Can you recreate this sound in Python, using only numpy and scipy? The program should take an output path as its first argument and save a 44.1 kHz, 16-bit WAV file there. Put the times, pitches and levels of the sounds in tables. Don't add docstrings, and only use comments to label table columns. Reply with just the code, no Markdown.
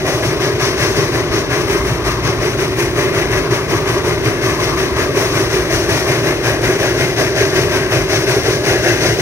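import sys
import numpy as np
from scipy import signal
from scipy.fft import rfft, irfft, next_fast_len
from scipy.io import wavfile
from scipy.ndimage import uniform_filter1d

SR = 44100
rng = np.random.default_rng(int(sys.argv[2]) if len(sys.argv) > 2 else 0)


def generate_wav(signal):
    frames = np.transpose(np.atleast_2d(signal))
    scaled = np.clip(frames, -1, 1) * 32767
    pcm = np.round(scaled).astype(np.int16)
    wavfile.write(sys.argv[1], SR, pcm)


N = 406161
TIME = np.arange(N) / SR
SIZE = next_fast_len(N, True)
HZ = np.fft.rfftfreq(SIZE, 1 / SR)

# time in seconds, effort in dB.
ENGINE_EFFORT = [(0.0, -2.3), (0.83, 0.15), (2.46, -3.5), (3.01, 0.6), (3.56, -1.5), (5.02, -0.3),
                 (5.38, 1), (5.57, 0.5), (6.12, 1), (8.51, 0.5), (8.88, 3), (9.21, 0.4)]


def gain_of(db):
    return 10 ** (np.asarray(db) / 20)


def over_time(points, seconds=TIME):
    return np.interp(seconds, *np.transpose(points))


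def over_pitch(points):
    hz, value = np.transpose(points)
    return np.interp(np.log(HZ + 1), np.log(hz + 1), value)


def tone(points):
    return gain_of(over_pitch(points))


def resonances(modes):
    return np.sqrt(sum(gain_of(db) ** 2 / (1 + ((HZ - hz) / width) ** 2) ** 3 for hz, width, db in modes))


def drift(rate_hz):
    size = 2 ** 14
    hz = np.fft.rfftfreq(size, TIME[-1] / size)
    wave = irfft(rfft(rng.standard_normal(size)) * np.exp(-(hz / rate_hz) ** 2), size)
    return np.interp(TIME, np.linspace(0, TIME[-1], size), wave / wave.std())


def swells(events):
    return sum(gain_of(db) * np.exp(-np.square(2 * (TIME - s) / length)) for s, length, db in events)


def stereo_noise(shape):
    # frequency in Hz, likeness from 0 to 1.
    likeness = [(30, 0.96), (130, 0.96), (210, 0.86), (300, 0.93), (700, 1), (950, 0.6), (1700, 1),
                (3000, 0.73), (5000, 0.64), (6000, 0.35), (7200, 0.36), (8000, .12)]
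    # frequency in Hz, lag in radians.
    left_lag = [(30, -0.5), (1000, 0.53), (1500, 0.74), (2400, 2), (3300, 3), (4500, 3.5), (5500, 4.5),
                (7000, 9), (16000, 15.5)]
    common, own = rng.standard_normal((2, len(HZ))) + 1j * rng.standard_normal((2, len(HZ)))
    same = np.clip(over_pitch(likeness), 0, 1)
    left = common * np.exp(-1j * over_pitch(left_lag))
    right = same * common + np.sqrt(1 - same ** 2) * own
    return irfft(np.array([left, right]) * shape * np.sqrt(SIZE * SR) / 2, SIZE)[:, :N]


def steadied(sound, seconds, share):
    power = uniform_filter1d((sound ** 2).mean(0), int(seconds * SR))
    power = uniform_filter1d(power, int(seconds * SR) // 2)
    return sound * (power.mean() / power) ** (share / 2)


def wall_echoes(sound, sway=0.0223):
    # delay in seconds, strength as a fraction.
    echoes = [(.00198, 0.14), (.0043, 0.13), (.0071, .13), (.0116, 0.21)]
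    out = sound.copy()
    for delay, strength in echoes:
        earlier = TIME - delay * (1 + sway * drift(0.9))
        out += strength * np.array([np.interp(earlier, TIME, side) for side in sound])
    return out


def engine_beats(count=51, first_s=.0322, gap_s=.181064, slowing_s=.0000746):
    # lateness in seconds, strength in dB, fade in seconds.
    valves = [(0.0048, 6.5, .17), (-0.00082, 7, 0.15), (-0.008, 7, 0.12), (0.0072, 9, 0.095)]
    k = np.arange(count)
    late, db, fade = np.array(valves)[k % len(valves)].T
    louder, longer = rng.uniform(-1, 1, (count, 2)).T
    start = first_s + gap_s * k + slowing_s * k * (k - 1) / 2 + late
    return np.transpose([start, db + .5 * louder, fade * np.exp(0.16 * longer)])


def puffing(beats, curve, follow, open_s, close_s, leak_db, leak_follow=0, accent=1):
    power = gain_of(leak_db + leak_follow * over_time(curve)) ** 2
    for start, strength_db, fade in beats:
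        curve_db = over_time(curve, start + .07)
        span = slice(max(int(start * SR), 0), int(start * SR) + SR // 2)
        t = np.maximum(TIME[span] - start, 0)
        valve = np.sin(np.pi / 2 * np.minimum(t / open_s, 1)) / (1 + (t / close_s) ** 4)
        emptying = np.exp(-t / (fade * np.exp(0.15 * curve_db)))
        power[span] += (gain_of(accent * strength_db + follow * curve_db) * valve * emptying) ** 2
    return np.sqrt(power)


def leaking_steam(waver_db=1.2):
    # pitch in Hz, width in Hz, level in dB.
    leak_band = [(4000, 1200, -70.5)]
    return stereo_noise(resonances(leak_band)) * gain_of(waver_db * drift(3))


def dull_knocks(pitch_hz=385, rise_s=0.0067):
    # start in seconds, relative level in dB.
    knocks = [(0.574, -14), (1.752, -7), (2.982, -7), (3.519, -7), (3.728, -9.5), (3.966, -10),
              (4.276, -6.5), (5.405, -11), (5.562, -7), (6.695, -4), (7.408, -1.5), (7.527, -9.5),
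              (7.623, -7.5), (8.362, -7.5), (8.479, -6.5), (8.754, -8.5), (9.184, -7)]
    out, t = np.zeros(N), TIME[:SR // 10]
    blow = (t / rise_s * np.exp(1 - t / rise_s)) ** 2
    for (start, db), (detune, phase) in zip(knocks, rng.uniform(-0.78, 1, (len(knocks), 2))):
        note = np.sin(2 * np.pi * pitch_hz * (1 + 0.038 * detune) * t + np.pi * phase)
        knock = gain_of(db - 2) * blow * note
        part = out[round(start * SR):][:len(t)]
        part += knock[:len(part)]
    return out


def track_rumble(jolt_s=0.048):
    # frequency in Hz, level in dB.
    rumble = [(10, -75), (22, -71), (35, -61), (48, -48.5), (57, -46), (75, -46), (100, -50.5),
              (150, -54.5), (200, -53.5), (330, -48.5), (520, -60), (800, -65.5), (1500, -74), (4000, -94)]
    # time in seconds, relative strength in dB.
    jolts = [(1.31, 10), (1.80, 5), (1.99, 7), (2.25, 3), (2.38, 14), (2.58, 4), (2.9, 6), (3.31, 8),
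             (4.74, 5), (4.94, 10), (5.03, 7), (5.48, 5), (5.76, 2.5), (5.93, 6), (6.68, 8), (7.45, 7),
             (8.02, 9), (8.69, 2), (9.14, 3)]
    deep_share = 1 / (1 + (HZ / 85) ** 4)
    deep = steadied(stereo_noise(tone(rumble) * np.sqrt(deep_share)), seconds=0.11, share=.7)
    deep *= gain_of(-0.5 + drift(9)) + swells((s, jolt_s, db - 3) for s, db in jolts)
    return deep + stereo_noise(tone(rumble) * np.sqrt(1 - deep_share))


def floor_drone(pitch_hz=56, quiet_db=-44):
    # middle in seconds, length in seconds, level in dB.
    spells = [(2.0, 0.67, -26), (3.35, 0.28, -30), (5.6, .5, -29)]
    cycles = np.cumsum(pitch_hz * (1 + 0.038 * drift(5.7))) / SR
    level = (gain_of(quiet_db) + swells(spells)) * gain_of(1.3 * drift(8))
    return np.sqrt(2) * np.sin(2 * np.pi * cycles) * level


def wheel_ring(beats):
    # pitch in Hz, width in Hz, level in dB.
    wheel_notes = [(1089, 212, -51.5), (1200, 200, -54)]
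    # time in seconds, change in ringing in dB.
    rubbing = [(0, 1.5), (1.05, 1.5), (2.1, 5), (2.8, 0), (3.8, 5), (4.2, 2), (4.7, 4), (7.1, -3.5),
               (7.65, 1), (9.21, -8)]
    noise = rng.standard_normal((2, SIZE))
    ring = irfft(rfft(noise) * resonances(wheel_notes), SIZE)[:, :N] * np.sqrt(SR / 2)
    ring = 0.67 * ring + 0.24 * ring[::-1]
    tug = puffing(beats, ENGINE_EFFORT, follow=0.24, open_s=0.094, close_s=0.22, leak_db=-16) ** 0.45
    return ring * tug * gain_of(over_time(rubbing) + 1.66 * drift(20))


def cab_boom(beats, swell_s=0.084):
    # pitch in Hz, width in Hz, level in dB.
    boom_notes = [(274, 14.6, -49.5), (349, 37, -42.5), (383.7, 22.5, -39.5), (411.8, 22.5, -43.5),
                  (461, 38, -53.5), (594, 54, -51.5)]
    thump_notes = [(117.7, 20.6, -38), (148, 30, -42.5)]
    # time in seconds, added thump in dB relative to the usual one.
    louder_thumps = [(.26, -9), (1.01, -5), (1.92, -5), (2.28, -1), (3.51, 0), (3.74, -4), (4.27, -2),
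                     (7.03, -8), (7.67, -7), (7.97, -6), (9.11, -9)]
    boom = steadied(stereo_noise(resonances(boom_notes)), seconds=0.092, share=0.96)
    boom *= gain_of(1.12 + drift(5.5))
    boom *= puffing(beats, ENGINE_EFFORT, follow=.11, open_s=0.091, close_s=0.23,
                    leak_db=-3, leak_follow=0.35, accent=0.55)
    thump = steadied(stereo_noise(resonances(thump_notes)), seconds=0.16, share=0.72) * gain_of(1.86)
    thump *= puffing(beats, ENGINE_EFFORT, follow=-0.33, open_s=0.091, close_s=.2,
                     leak_db=-4.5, accent=0.53)
    return boom + thump * (1 + swells((s, swell_s, db) for s, db in louder_thumps))


def chimney_hiss(beats, flutter):
    # frequency in Hz, level in dB.
    hiss_tone = [(1000, -84), (2500, -72), (3500, -66), (4300, -65), (6000, -65), (9000, -71), (12000, -76),
                 (16000, -81)]
    # time in seconds, level in dB.
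    steam_level = [(0.0, 1.2), (0.46, -1), (0.83, 3), (1.19, -0.3), (2.64, -2), (2.83, -1.1), (4.29, -1.5),
                   (4.47, -0.4), (5.02, -0.4), (5.2, 1.7), (5.57, 1.5), (5.93, 3.5), (6.12, 0.2),
                   (6.48, 0.0), (7.04, 1.5), (7.96, 0.0), (8.14, 2), (9.21, 3.5)]
    fizz_level = [(0, 1), (.65, -1.5), (1.5, -1.2), (1.8, 1.5), (2.4, -3), (2.8, 3), (3.15, 0), (6.3, 0.6),
                  (7.35, -0.5), (7.6, 0.5), (9.21, -1.5)]
    # middle in seconds, length in seconds, level in dB relative to the hiss.
    spurts = [(.46, 0.083, -11), (.66, 0.11, -9), (1.38, 0.14, -8), (2.09, 0.074, -19), (2.28, .08, -13.5),
              (4.7, .2, -15), (7.19, 0.053, -14), (7.45, 0.22, -7.5), (8.14, 0.079, -7)]
    fizz_share = 1 / (1 + (7000 / (HZ + 1)) ** 8)
    hiss = stereo_noise(tone(hiss_tone) * np.sqrt(1 - fizz_share))
    hiss *= gain_of(-0.66 + .5 * flutter + 0.8 * drift(55)) * (1 + swells(spurts))
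    hiss *= puffing(beats, steam_level, follow=.65, open_s=0.077, close_s=0.22,
                    leak_db=-7, leak_follow=0.61)
    fizz = stereo_noise(tone(hiss_tone) * np.sqrt(fizz_share))
    fizz *= gain_of(over_time(fizz_level) + .5 * flutter + 0.56 * drift(90))
    fizz *= puffing(beats, steam_level, follow=0.34, open_s=0.07, close_s=0.22,
                    leak_db=-7, leak_follow=0.47)
    return hiss, fizz


def chimney_roar(beats, flutter):
    # frequency in Hz, level in dB.
    roar_tone = [(150, -76), (300, -60.5), (600, -59.5), (900, -61), (1300, -59), (1700, -56),
                 (2100, -56.5), (2700, -61), (3500, -67), (6000, -80), (16000, -105)]
    # pitch in Hz, width in Hz, level in dB.
    pipe_notes = [(515, 69, -59), (629.5, 40, -52), (647, 25, -54), (754, 85, -59.5)]
    bark_notes = [(1660, 240, -58.5), (2060, 180, -65.5), (2720, 87, -62.5)]
    # time in seconds, change in dB.
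    ring_level = [(0, 11), (.55, -2.5), (2.1, -2.5), (3, -7), (3.6, -2), (5.4, -2), (5.8, 1.5), (6.9, 3),
                  (7.8, 1.5), (8.7, 3.5), (9.21, 3.5)]
    roar = stereo_noise(tone(roar_tone)) * gain_of(0.77 * flutter + 0.95 * drift(120))
    ring = stereo_noise(resonances(pipe_notes)) * gain_of(over_time(ring_level) + 1.2 * drift(7.1))
    bark = stereo_noise(resonances(bark_notes))
    bark *= gain_of(2.7 * over_time(ENGINE_EFFORT) + 2.3 * drift(7.3))
    flow = puffing(beats, ENGINE_EFFORT, follow=.2, open_s=0.071, close_s=0.19, leak_db=-5)
    return (roar + ring + bark) * flow


def scene():
    beats = engine_beats()
    flutter = drift(53)
    roar = chimney_roar(beats, flutter)
    hiss, fizz = chimney_hiss(beats, flutter)
    engine = wall_echoes(roar + hiss) + fizz + leaking_steam() + cab_boom(beats)
    return engine + track_rumble() + floor_drone() + wheel_ring(beats) + dull_knocks()


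def record(dry, ceiling=.93, top_hz=15800):
    # frequency in Hz, boost or cut in dB.
    left_tone = [(200, -1.5), (380, 1.25), (800, 1.5), (1300, -0.5), (1700, 3), (2200, 4), (3300, 1),
                 (4300, 1), (5900, 7.5), (6450, 4.5), (8000, -15), (9900, -4), (11000, -15), (12500, -2.5)]
    right_tone = [(200, -2.5), (380, 1.66), (800, 1.5), (1300, -5), (1700, -5.5), (2200, -4.5),
                  (3300, -0.5), (4300, -0.2), (4800, -4.5), (5200, -3), (5600, -9.5), (7000, -4.5),
                  (9000, 1.5), (15000, 2)]
    coloured = irfft(rfft(dry, SIZE) * np.array([tone(left_tone), tone(right_tone)]), SIZE)[:, :N]
    rounded = coloured / (1 + (coloured / ceiling) ** 6) ** (1 / 6)
    low_pass = signal.firwin(1023, top_hz, window=("kaiser", 9), fs=SR)
    return signal.oaconvolve(rounded, low_pass[None], "same")


dry = scene()
out = record(dry)
generate_wav(out)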